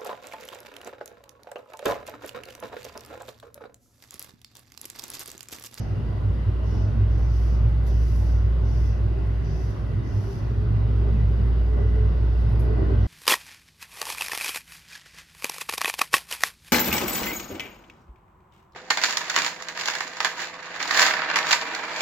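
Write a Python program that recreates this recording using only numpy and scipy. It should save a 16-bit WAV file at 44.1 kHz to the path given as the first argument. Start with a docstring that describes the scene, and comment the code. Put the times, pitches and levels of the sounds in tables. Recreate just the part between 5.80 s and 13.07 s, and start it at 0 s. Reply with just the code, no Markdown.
"""Inside an electric train that gathers speed, by the doors. Two drives beat in a deep, slow hum, a gear whine
climbs, and one wavering tone is the boom of the car body. Filtered noise makes the wheels roar, surge, ring
and swish on the rails, with thin singing strands, a few dull thuds from rail welds, and brief tones that
flare up, mostly towards the end. A thin hiss comes and goes in short spells, ventilation air rushes faintly,
small fittings click now and then, and a door leaf rattles."""
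import sys
import numpy as np
from scipy import signal
from scipy.fft import rfft, irfft, next_fast_len
from scipy.io import wavfile
from scipy.ndimage import uniform_filter1d, map_coordinates

SR = 44100
rng = np.random.default_rng(int(sys.argv[2]) if len(sys.argv) > 2 else 0)


def unload_audio(sound):
    """Save the sound as a 16-bit wav file, at the path given as the first command line argument."""
    columns = np.transpose(np.atleast_2d(sound))
    # keep every value between -1 and 1, then stretch to whole-number steps
    steps = np.round(np.clip(columns, -1, 1) * 32767)
    wavfile.write(sys.argv[1], SR, steps.astype(np.int16))


N = 320607

# left-right correlation of the noise: pitch_hz, correlation (-1 to 1)
LEFT_RIGHT_CORRELATION = [(60, 1), (125, 0.88), (250, 0.64), (400, 0.52), (700, .05), (1400, .08),
                          (2800, .27), (5000, 0.32), (6500, .15), (7700, -.65), (8700, -.7), (9700, .1),
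                          (11500, .5), (14000, .4)]
# how rough the track is: time_s, roughness (0-1)
TRACK_ROUGHNESS = [(0, 0.16), (4.6, 0), (5.2, 0.4), (5.8, 0.3), (6.7, 0.4), (7.27, 0.9)]
# shaking of the car body, with lulls on smooth rail: time_s, level_db
BODY_SHAKE = [(0, -33.5), (.3, -30), (.55, -29), (.62, -35.5), (.78, -33), (1.0, -28), (1.5, -31.5),
              (1.95, -31), (2.35, -28.5), (2.65, -30), (2.75, -38.5), (2.85, -27.5), (3.15, -30.5),
              (3.75, -31.5), (4.4, -29), (4.51, -44), (4.58, -27.5), (4.69, -35.5), (4.8, -28), (5.1, -28),
              (5.55, -26.5), (5.75, -31), (5.88, -34.5), (6.02, -27), (6.45, -31), (6.58, -31.5),
              (6.7, -29), (7.27, -29)]
# rough stretches of rail: middle_s, half_length_s, level_db
ROUGH_STRETCHES = [(.95, 0.053, -42), (5.26, .06, -38), (5.995, 0.057, -36), (6.17, 0.076, -39),
                   (6.88, 0.09, -37), (7.01, .05, -34.5), (7.12, 0.061, -34.5)]


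def amp(db):
    """Turn decibels into a gain."""
    return 10 ** (np.asarray(db) / 20)


def unit(x):
    """Scale to an average strength (rms) of 1."""
    return x / np.sqrt(np.mean(x ** 2) + 1e-20)


def along(points, hz):
    """Read a (Hz, value) table at any pitch, on a log pitch axis as the ear hears it."""
    table_hz, values = np.transpose(points)
    return np.interp(np.log(hz + 1), np.log(table_hz + 1), values)


def curves(rows):
    """Turn a table that starts with time into one smooth-running value per sample for each other column."""
    time_s, *columns = np.transpose(rows)
    return [np.interp(np.arange(N) / SR, time_s, column) for column in columns]


def wobble(rate):
    """A smooth random curve around zero, with this many random points a second."""
    points = rng.standard_normal(int(N * rate / SR) + 4)
    return map_coordinates(points, [np.arange(N) * rate / SR])


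def filtered(x, response):
    """Strengthen or weaken each frequency of x by the given response."""
    size = next_fast_len(N + SR // 2)
    spectrum = rfft(x, size) * response(np.fft.rfftfreq(size, 1 / SR))
    return irfft(spectrum, size)[..., :N]


def lift(peaks, hz):
    """Decibels that resonances add at a pitch, from (Hz, width Hz, lift dB) rows."""
    return sum(db / (1 + (2 * (hz - centre) / width) ** 2) for centre, width, db in peaks)


def swells(rows):
    """Loudness curve of bell-shaped swells, one per (s, half length s, dB) row."""
    t = np.arange(N) / SR
    return sum(amp(db) * np.exp(-((t - s) / half) ** 2) for s, half, db in rows)


def tone(hz):
    """A pure tone of rms 1 that follows a pitch curve."""
    return np.sqrt(2) * np.sin(2 * np.pi * np.cumsum(hz) / SR)


def rush(spectrum, patchy_db, peaks=()):
    """Noise spread over left and right, with resonances and drifting patches; its middle has rms 1."""
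    grid = signal.stft(rng.standard_normal((2, N)), nperseg=1024)[2]
    # random patches, smoothed over neighbouring pitches and then over time
    patches = uniform_filter1d(rng.standard_normal(grid.shape[1:]), size=5, axis=0)
    patches = uniform_filter1d(patches, size=12, axis=1)
    pair = signal.istft(grid * amp(patchy_db * unit(patches)), nperseg=1024)[1][:, :N]

    def colour(hz):
        # this angle shares the noise between middle and side to give the left-right correlation
        turn = np.arccos(np.clip(along(LEFT_RIGHT_CORRELATION, hz), -1, 1)) / 2
        roll_off = np.maximum(hz / spectrum[-1][0], 1) ** -4
        tint = roll_off * amp(along(spectrum, hz) + lift(peaks, hz))
        return tint * [np.cos(turn), np.sin(turn)]

    mid, side = filtered(pair, colour)
    return np.array([mid + side, mid - side]) / np.std(mid)


def combed(x):
    """Standing waves in the cabin give each ear its own fine, fixed ripple over pitch; the level is kept."""
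    spacing_hz, depth_db = 22, 1.8
    points = rng.standard_normal((2, int(SR / spacing_hz)))

    def ripple(hz):
        return amp(depth_db * np.array([map_coordinates(ear, [hz / spacing_hz]) for ear in points]))

    return unit(filtered(x, ripple)) * np.std(x)


def blows(rows, crack_t60, ring_t60, ring_db, attack_s):
    """Loudness curve of small impacts: a quick rise, a crack, then the cabin's short answer."""
    t = np.arange(SR // 3) / SR
    envelope = np.zeros(N + SR)
    # each t60 is the time in seconds to fall by 60 dB
    crack = amp(-60 * t / crack_t60)
    answer = amp(ring_db - 60 * t / ring_t60)
    shape = (1 - np.exp(-t / attack_s)) * np.hypot(crack, answer)
    for s, db in rows:
        envelope[round(s * SR):][:len(t)] += amp(db) * shape
    return envelope[:N]


def ventilation():
    """Air rushes faintly: broad noise that wavers only a little."""
    # colour of the moving air: pitch_hz, level_db (per Hz)
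    air_spectrum = [(1000, -20), (3000, 4), (4700, 6), (7000, 2.5), (8300, 2), (9600, 2.5), (11000, -1),
                    (12200, -2), (15500, -13)]
    level_db = -71
    return amp(level_db + .6 * wobble(12)) * rush(air_spectrum, patchy_db=.5)


def hiss_spells():
    """Spells of thin, fluttering hiss open, hold, turn fizzier and die away."""
    # spells of hiss: start_s, length_s, body_db, fizz_db, fizz_crest (share of the spell, 0-1)
    spells = [(-.2, 0.19, -57.5, -77.5, 0.5), (0.817, .21, -61, -75.5, .6), (1.267, 0.2, -64.5, -77, 0.9),
              (1.474, 0.27, -62, -69, .6), (2.043, 0.5, -61, -65.5, .62), (2.821, 0.27, -60.5, -69.5, 0.7),
              (3.604, 0.3, -61, -71.5, .85), (4.217, 0.37, -61.5, -68, .74), (7.172, .2, -66, -75, 0.6)]
    # colour of the hiss body: pitch_hz, level_db (per Hz)
    body_spectrum = [(2500, -34), (4100, -6), (4600, 0), (5400, 1.5), (5950, 2.5), (6200, -6), (6600, -6),
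                     (7400, -14.5), (9000, -47.5)]
    # colour of the brighter fizz: pitch_hz, level_db (per Hz)
    fizz_spectrum = [(4000, -20), (6800, -1), (8300, -.5), (9400, 1.5), (11000, 1.5), (13000, -.5),
                     (15500, -5)]
    # faint strands in the hiss: pitch_hz, width_hz, lift_db
    hiss_strands = [(4545, 40, 3), (4628, 30, 2), (4825, 35, 3), (5080, 40, 4), (5276, 30, 2.5),
                    (5430, 60, 3), (5845, 40, 2), (5945, 50, 4), (6114, 25, 3), (6380, 50, 4)]
    # faint whistles in the fizz: pitch_hz, width_hz, lift_db
    whistles = [(7707, 70, 8), (9350, 350, 4), (11175, 60, 9)]
    attack_s, release_db_per_s = .065, 106.5
    fizz_width = .5  # how broadly the fizz crests, as a share of the spell
    flutter_db = .7

    t = np.arange(N) / SR
    hiss_body = combed(rush(body_spectrum, patchy_db=.8, peaks=hiss_strands))
    fizz = combed(rush(fizz_spectrum, patchy_db=.8, peaks=whistles))
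    hiss = np.zeros((2, N))
    for start, length, body_db, fizz_db, crest_at in spells:
        age = t - start
        opening = np.clip(age / attack_s, 0, 1)
        dying = amp(-release_db_per_s * np.maximum(age - length, 0))
        crest = np.exp(-((age / length - crest_at) / fizz_width) ** 2)
        hiss += opening * dying * (amp(body_db) * hiss_body + crest * amp(fizz_db) * fizz)
    return amp(flutter_db * wobble(35)) * hiss


def fittings():
    """Light fittings snap and ring; a door leaf rattles against its frame with a lower, softer note."""
    # clicks of the fittings: time_s, snap_db, ring_db
    clicks = [(1.3886, -62, -66), (1.8878, -57, -68), (2.0394, -58, -67), (2.056, -62, -64),
              (2.0694, -51, -55.5), (2.3615, -48, -59.5), (3.9032, -54, -66), (5.6722, -61, -68),
              (6.609, -60, -65), (6.6943, -64, -65), (6.7188, -61, -63.5), (6.7946, -48, -53.5),
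              (6.807, -56, -60)]
    # knocks of the door leaf: time_s, level_db
    door_knocks = [(2.064, -53), (2.077, -56), (6.7946, -60)]
    # colour of the clicks: pitch_hz, level_db (per Hz)
    click_spectrum = [(2000, -20), (5000, -4), (8000, -3), (9700, 0), (11300, 0), (13000, -2.5),
                      (15500, -7)]
    # colour of the door knocks: pitch_hz, level_db (per Hz)
    knock_spectrum = [(1000, -22), (2700, -6), (3400, 1), (4600, 1), (6000, -2), (8000, -8), (14000, -18)]
    # resonances of the fittings: pitch_hz, width_hz, lift_db
    fitting_resonances = [(5060, 200, 11), (10000, 500, 4.5), (11200, 790, 11.5)]

    s, snap_db, tail_db = np.transpose(clicks)
    snap_shape = blows(zip(s, snap_db), crack_t60=.005, ring_t60=.03, ring_db=-22, attack_s=.0001)
    ring_shape = blows(zip(s, tail_db), crack_t60=.03, ring_t60=.22, ring_db=-7, attack_s=.0005)
    knock_shape = blows(door_knocks, crack_t60=.05, ring_t60=.25, ring_db=-6, attack_s=.002)
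    snaps = snap_shape * rush(click_spectrum, patchy_db=.5)
    rings = ring_shape * rush(click_spectrum, patchy_db=1.5, peaks=fitting_resonances)
    knocks = knock_shape * rush(knock_spectrum, patchy_db=2.5)
    return snaps + rings + knocks


def welds():
    """The wheels cross rail welds, and the springs soften each blow into a dull thud."""
    # blows before the springs soften them: time_s, level_db
    weld_blows = [(.91, -38.5), (1.14, -33.5), (5.1, -41.5)]
    # colour of the thuds: pitch_hz, level_db (per Hz)
    thud_spectrum = [(120, -19), (200, 0.5), (255, 5), (315, 6), (390, -15.5), (650, -16), (900, -24)]
    push = blows(weld_blows, crack_t60=0.3, ring_t60=0.6, ring_db=-6, attack_s=.002)
    softened = uniform_filter1d(push, size=400)  # averaged over about 9 ms
    return softened * rush(thud_spectrum, patchy_db=5.0)


def strands():
    """Single wheel modes sing in thin, wavering strands that come and go, more at speed and on rough rail."""
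    # singing modes of the wheels: pitch_hz, relative_level_db
    wheel_modes = [(1448, 0), (1480, -1), (1540, -1), (1925, -3), (1981, 0), (2050, -4), (2915, -7)]
    start_db, rise_db_per_s = -75, 1
    surge_db = -29  # share of each rough stretch
    waver_db, wander_hz = 4, 7  # unsteadiness of strength and pitch

    t = np.arange(N) / SR
    level = amp(start_db + rise_db_per_s * t) + amp(surge_db) * swells(ROUGH_STRETCHES)
    out = np.zeros((2, N))
    for hz, db in wheel_modes:
        pitch = hz + wander_hz * wobble(9)
        for ear in out:
            strength = amp(db) * unit(amp(waver_db * wobble(13)))
            ear += strength * tone(pitch + 4 * wobble(30))
    return level * out


def wheel():
    """The wheels ring and swish, louder as the train gathers speed; rough track adds to the ringing."""
    # colour of the ringing: pitch_hz, level_db (per Hz)
    ring_spectrum = [(1500, -28), (1800, -12), (1910, 0), (1985, 3.5), (2070, -2.5), (2170, -13.5),
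                     (2500, -35.5)]
    # colour of the swish on the rail: pitch_hz, level_db (per Hz)
    swish_spectrum = [(2000, -23.5), (3500, 3), (4900, 3.5), (6000, -1.5), (7500, -30)]
    ring_db, ring_rise_db_per_s = -64.5, 0.27  # on smooth track at the start; growth with speed
    ring_grows_db, ring_surge_db = 2, -34  # added on the roughest track; share of each rough stretch
    ring_waver_db = 2.2
    swish_db, swish_rise_db_per_s = -76, 1.14  # at the start; growth with speed

    rough, = curves(TRACK_ROUGHNESS)
    t = np.arange(N) / SR
    level = amp(ring_db + ring_rise_db_per_s * t + ring_grows_db * rough)
    level = level + amp(ring_surge_db) * swells(ROUGH_STRETCHES)
    ring = level * amp(ring_waver_db * wobble(8)) * rush(ring_spectrum, patchy_db=1.8)
    swish = amp(swish_db + swish_rise_db_per_s * t) * rush(swish_spectrum, patchy_db=3.7)
    return ring + swish


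def flares():
    """Uneven rail drives resonances of the running gear into short, wavering tones, spread over left and right."""
    # brief tones: middle_s, half_length_s, pitch_hz, level_db
    brief_tones = [(0.836, 0.037, 634, -46.5), (0.933, 0.039, 317.7, -44), (0.966, 0.021, 220, -36),
                   (1.026, .08, 650, -48.5), (1.159, 0.028, 222.6, -33.5), (1.337, 0.056, 320, -41.5),
                   (3.715, 0.064, 152, -33.5), (4.504, 0.044, 394, -42), (4.84, .05, 420.5, -42.5),
                   (5.13, 0.062, 239.6, -38.5), (5.27, 0.03, 392, -37), (5.3, 0.097, 441, -45.5),
                   (5.34, 0.036, 215.3, -35.5), (5.607, 0.025, 204.7, -35), (5.99, 0.029, 403, -39.5),
                   (5.966, 0.1, 428.6, -41.5), (6.182, 0.11, 431, -38.5), (6.904, 0.069, 432, -39.5),
                   (6.916, 0.039, 390, -35.5), (7.02, .035, 391, -35), (7.032, 0.027, 330, -36),
                   (7.123, 0.03, 388.5, -32.5), (7.13, .04, 591, -44), (7.136, .05, 76, -29.5),
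                   (7.214, .04, 202.8, -34.5)]
    wander = .006  # unsteadiness of pitch, as a share
    flutter_db = 1.5  # unevenness of strength

    def wavering(hz):
        strength = amp(flutter_db * wobble(35))
        return strength * tone(hz * (1 + wander * wobble(40)))

    out = np.zeros((2, N))
    for s, half, hz, db in brief_tones:
        turn = np.arccos(along(LEFT_RIGHT_CORRELATION, hz)) / 2
        mid = np.cos(turn) * wavering(hz)
        side = np.sin(turn) * wavering(hz)
        out += swells([(s, half, db)]) * np.array([mid + side, mid - side])
    return out


def rolling():
    """Rail roughness rumbles in the shaking floor, drones in the rail, rings the wheels and makes them sing."""
    # colour of the floor rumble: pitch_hz, level_db (per Hz)
    rumble_spectrum = [(20, -10.5), (32, -19.5), (45, 2), (70, 4.5), (85, 4.5), (118, 11), (134, 0.5),
                       (148, 5), (163, -1.5), (180, -4.5), (212, -4), (275, -9), (340, -13.5), (450, -13),
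                       (900, -78)]
    # colour of the rail drone: pitch_hz, level_db (per Hz)
    drone_spectrum = [(250, -28), (330, 19), (392, 17), (440, 7), (480, 5), (560, -48)]
    # colour of the wheel roar: pitch_hz, level_db (per Hz)
    roar_spectrum = [(200, -2.5), (400, -16), (520, 1.5), (610, 0.5), (720, -2.5), (900, -4), (1100, -4.5),
                     (1400, -7.5), (1590, -10), (1700, -12), (1850, -13), (2300, -17.5), (3600, -21),
                     (4200, -24), (4800, -27), (6500, -41.5), (12000, -159)]
    # colour of the rough stretches: pitch_hz, level_db (per Hz)
    rough_spectrum = [(120, -33), (220, 0), (330, 0), (450, -5.5), (490, -11.5), (620, -7), (900, -16),
                      (1400, -26.5), (2400, -47.5), (4000, -46.5)]
    # ringing of wheels and rail: pitch_hz, width_hz, lift_db
    wheel_resonances = [(1470, 80, 3.5), (2740, 400, 4.5), (2970, 80, 3), (4770, 140, 6.5)]
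    # floor and wall panels that colour the roar: pitch_hz, width_hz, lift_db
    panel_resonances = [(504, 20, 3.5), (590, 34, 3), (636, 32, 2), (710, 20, 3.5), (780, 24, 3),
                        (872, 30, 1.5), (1020, 30, 3.5), (1106, 30, 2), (1380, 40, 0.5), (1630, 48, 2.5)]
    # rail and wheels singing on rough track: pitch_hz, width_hz, lift_db
    singing_resonances = [(397, 18, 7), (430, 13, 11.5), (506, 30, 3), (600, 21, 3.5), (1490, 90, 14.5),
                          (1985, 110, 5.5), (2900, 70, 9.5)]
    rumble_db, roar_db, drone_db = -30, -47, -48  # on smooth track
    rumble_grows_db, roar_grows_db = 4, 4  # added on the roughest track; the drone grows like the roar
    rumble_follows = 0.35  # dB of rumble per dB of shaking
    rumble_waver_db = 0.5

    rough, = curves(TRACK_ROUGHNESS)
    shake_db, = curves(BODY_SHAKE)
    growth_db = roar_grows_db * rough
    floor_db = rumble_db + rumble_grows_db * rough + rumble_follows * (shake_db - shake_db.mean())
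    rumble = amp(floor_db + rumble_waver_db * wobble(10)) * rush(rumble_spectrum, patchy_db=0.58)
    drone = amp(drone_db + growth_db) * rush(drone_spectrum, patchy_db=3.1)
    roar_noise = rush(roar_spectrum, patchy_db=1.5, peaks=wheel_resonances + panel_resonances)
    roar = amp(roar_db + growth_db) * roar_noise
    surge_noise = rush(rough_spectrum, patchy_db=-0.5, peaks=singing_resonances)
    surges = swells(ROUGH_STRETCHES) * surge_noise
    return rumble + drone + roar + surges


def body():
    """Uneven track shakes one narrow resonance of the car body: its pitch and strength waver; jolts swell it."""
    # slow drift of the resonance: time_s, pitch_hz
    boom_pitch = [(0, 104), (.5, 98), (1.0, 103), (2.0, 102), (3.3, 100), (4.3, 102), (4.9, 106),
                  (5.5, 104), (6.05, 98), (6.45, 103), (7.27, 100)]
    # jolts that swell the boom: middle_s, half_length_s, level_db
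    jolts = [(.48, 0.027, -27.5), (.69, 0.016, -17.5), (1.05, 0.093, -25.5), (1.22, 0.027, -20.5),
             (1.88, .07, -29.5), (2.68, 0.022, -28.5), (3.26, 0.015, -27), (4.18, 0.018, -24.5),
             (4.38, 0.037, -30.5), (4.93, 0.14, -29), (5.42, 0.019, -30), (7.03, 0.017, -26),
             (7.21, 0.025, -24)]
    throb_db = 2.6  # depth of the throbbing
    wander_hz = 2  # slower unsteadiness around the drift

    shake_db, = curves(BODY_SHAKE)
    centre_hz, = curves(boom_pitch)
    throb = unit(amp(throb_db * wobble(20)))
    hz = centre_hz + wander_hz * wobble(8) + 3.2 * wobble(30)
    return (amp(shake_db) * throb + swells(jolts)) * tone(hz)


def drive_hum():
    """Two drives hum at almost one pitch, so they slowly drift between adding up and cancelling."""
    # lead of one drive over the other, cancelling at whole numbers: time_s, lead_cycles
    drive_lead = [(0, 0.067), (.8, 0.2), (1.08, 0.16), (1.3, 0.38), (2.4, 0.55), (3.4, 0.78), (4.25, .92),
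                  (4.48, 0.88), (4.65, 1.14), (5.0, 1.2), (5.45, 1.44), (7.27, 1.69)]
    # brief dips of the hum: middle_s, half_length_s, part_lost_db
    hum_dips = [(1.08, .05, -13), (3.945, .04, -4), (4.43, .035, -4), (7.055, 0.03, -4)]
    hum_hz, hum_db = 58.3, -25.5  # middle pitch; level of the first drive
    second_drive_db, waver_db = -.4, .6  # second drive relative to the first; unsteadiness of each

    lead, = curves(drive_lead)
    phase = 2 * np.pi * np.cumsum(hum_hz + .08 * wobble(3.6)) / SR
    first = amp(waver_db * wobble(12)) * np.sin(phase + np.pi * lead)
    second = amp(second_drive_db + waver_db * wobble(16)) * np.sin(phase - np.pi * lead)
    return amp(hum_db) * np.sqrt(2) * (1 - swells(hum_dips)) * (first - second)


def gear_whine():
    """The meshing gear teeth whine at a steadily climbing pitch, louder as it passes through resonances."""
    # resonances that the whine climbs through: pitch_hz, width_hz, lift_db
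    gear_resonances = [(343, 8.9, 3.5), (377.7, 11, 8.5), (392, 3, 5), (406.4, 8.8, 7.5), (426, 12, 12)]
    start_hz, rise_hz_per_s = 296, 21.3
    level_db = -56.5  # away from any resonance
    gear_hz = start_hz + rise_hz_per_s * np.arange(N) / SR
    strength = amp(lift(gear_resonances, gear_hz) + 1.8 * wobble(14))
    return amp(level_db) * strength * tone(gear_hz + 1.5 * wobble(25))


def placed(x):
    """Bass leans to the right and reaches it first; higher sounds lean left or right depending on pitch."""
    # how much louder left is than right: pitch_hz, left_minus_right_db
    lean = [(60, -0.9), (180, -1.5), (350, -2), (700, -0.6), (1500, -1), (2800, 3), (5200, 5), (9000, -4),
            (14000, 3.5)]
    # how far left runs ahead of right (negative: behind): pitch_hz, lead_radians
    left_lead = [(60, -0.22), (110, -0.19), (260, -0.49), (800, -0.015)]

    def response(hz):
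        half = np.array([[.5], [-.5]])  # left gets plus half, right minus half
        return amp(half * along(lean, hz)) * np.exp(1j * half * along(left_lead, hz))

    return filtered(x, response)


def scene():
    """Everything as heard by the doors."""
    background = ventilation() + hiss_spells() + fittings()
    rails = welds() + strands() + wheel() + flares() + rolling()
    train = body() + drive_hum() + gear_whine()
    return placed(background + rails + train)


def record(dry):
    """Fade the start and end over 2 ms to avoid clicks, and keep nothing above the top pitch."""
    top_hz = 14700
    t = np.arange(N) / SR
    fade = np.clip(np.minimum(t, t[-1] - t) / .002, 0, 1)
    return filtered(fade * dry, lambda hz: hz < top_hz)


dry = scene()
out = record(dry)
unload_audio(out)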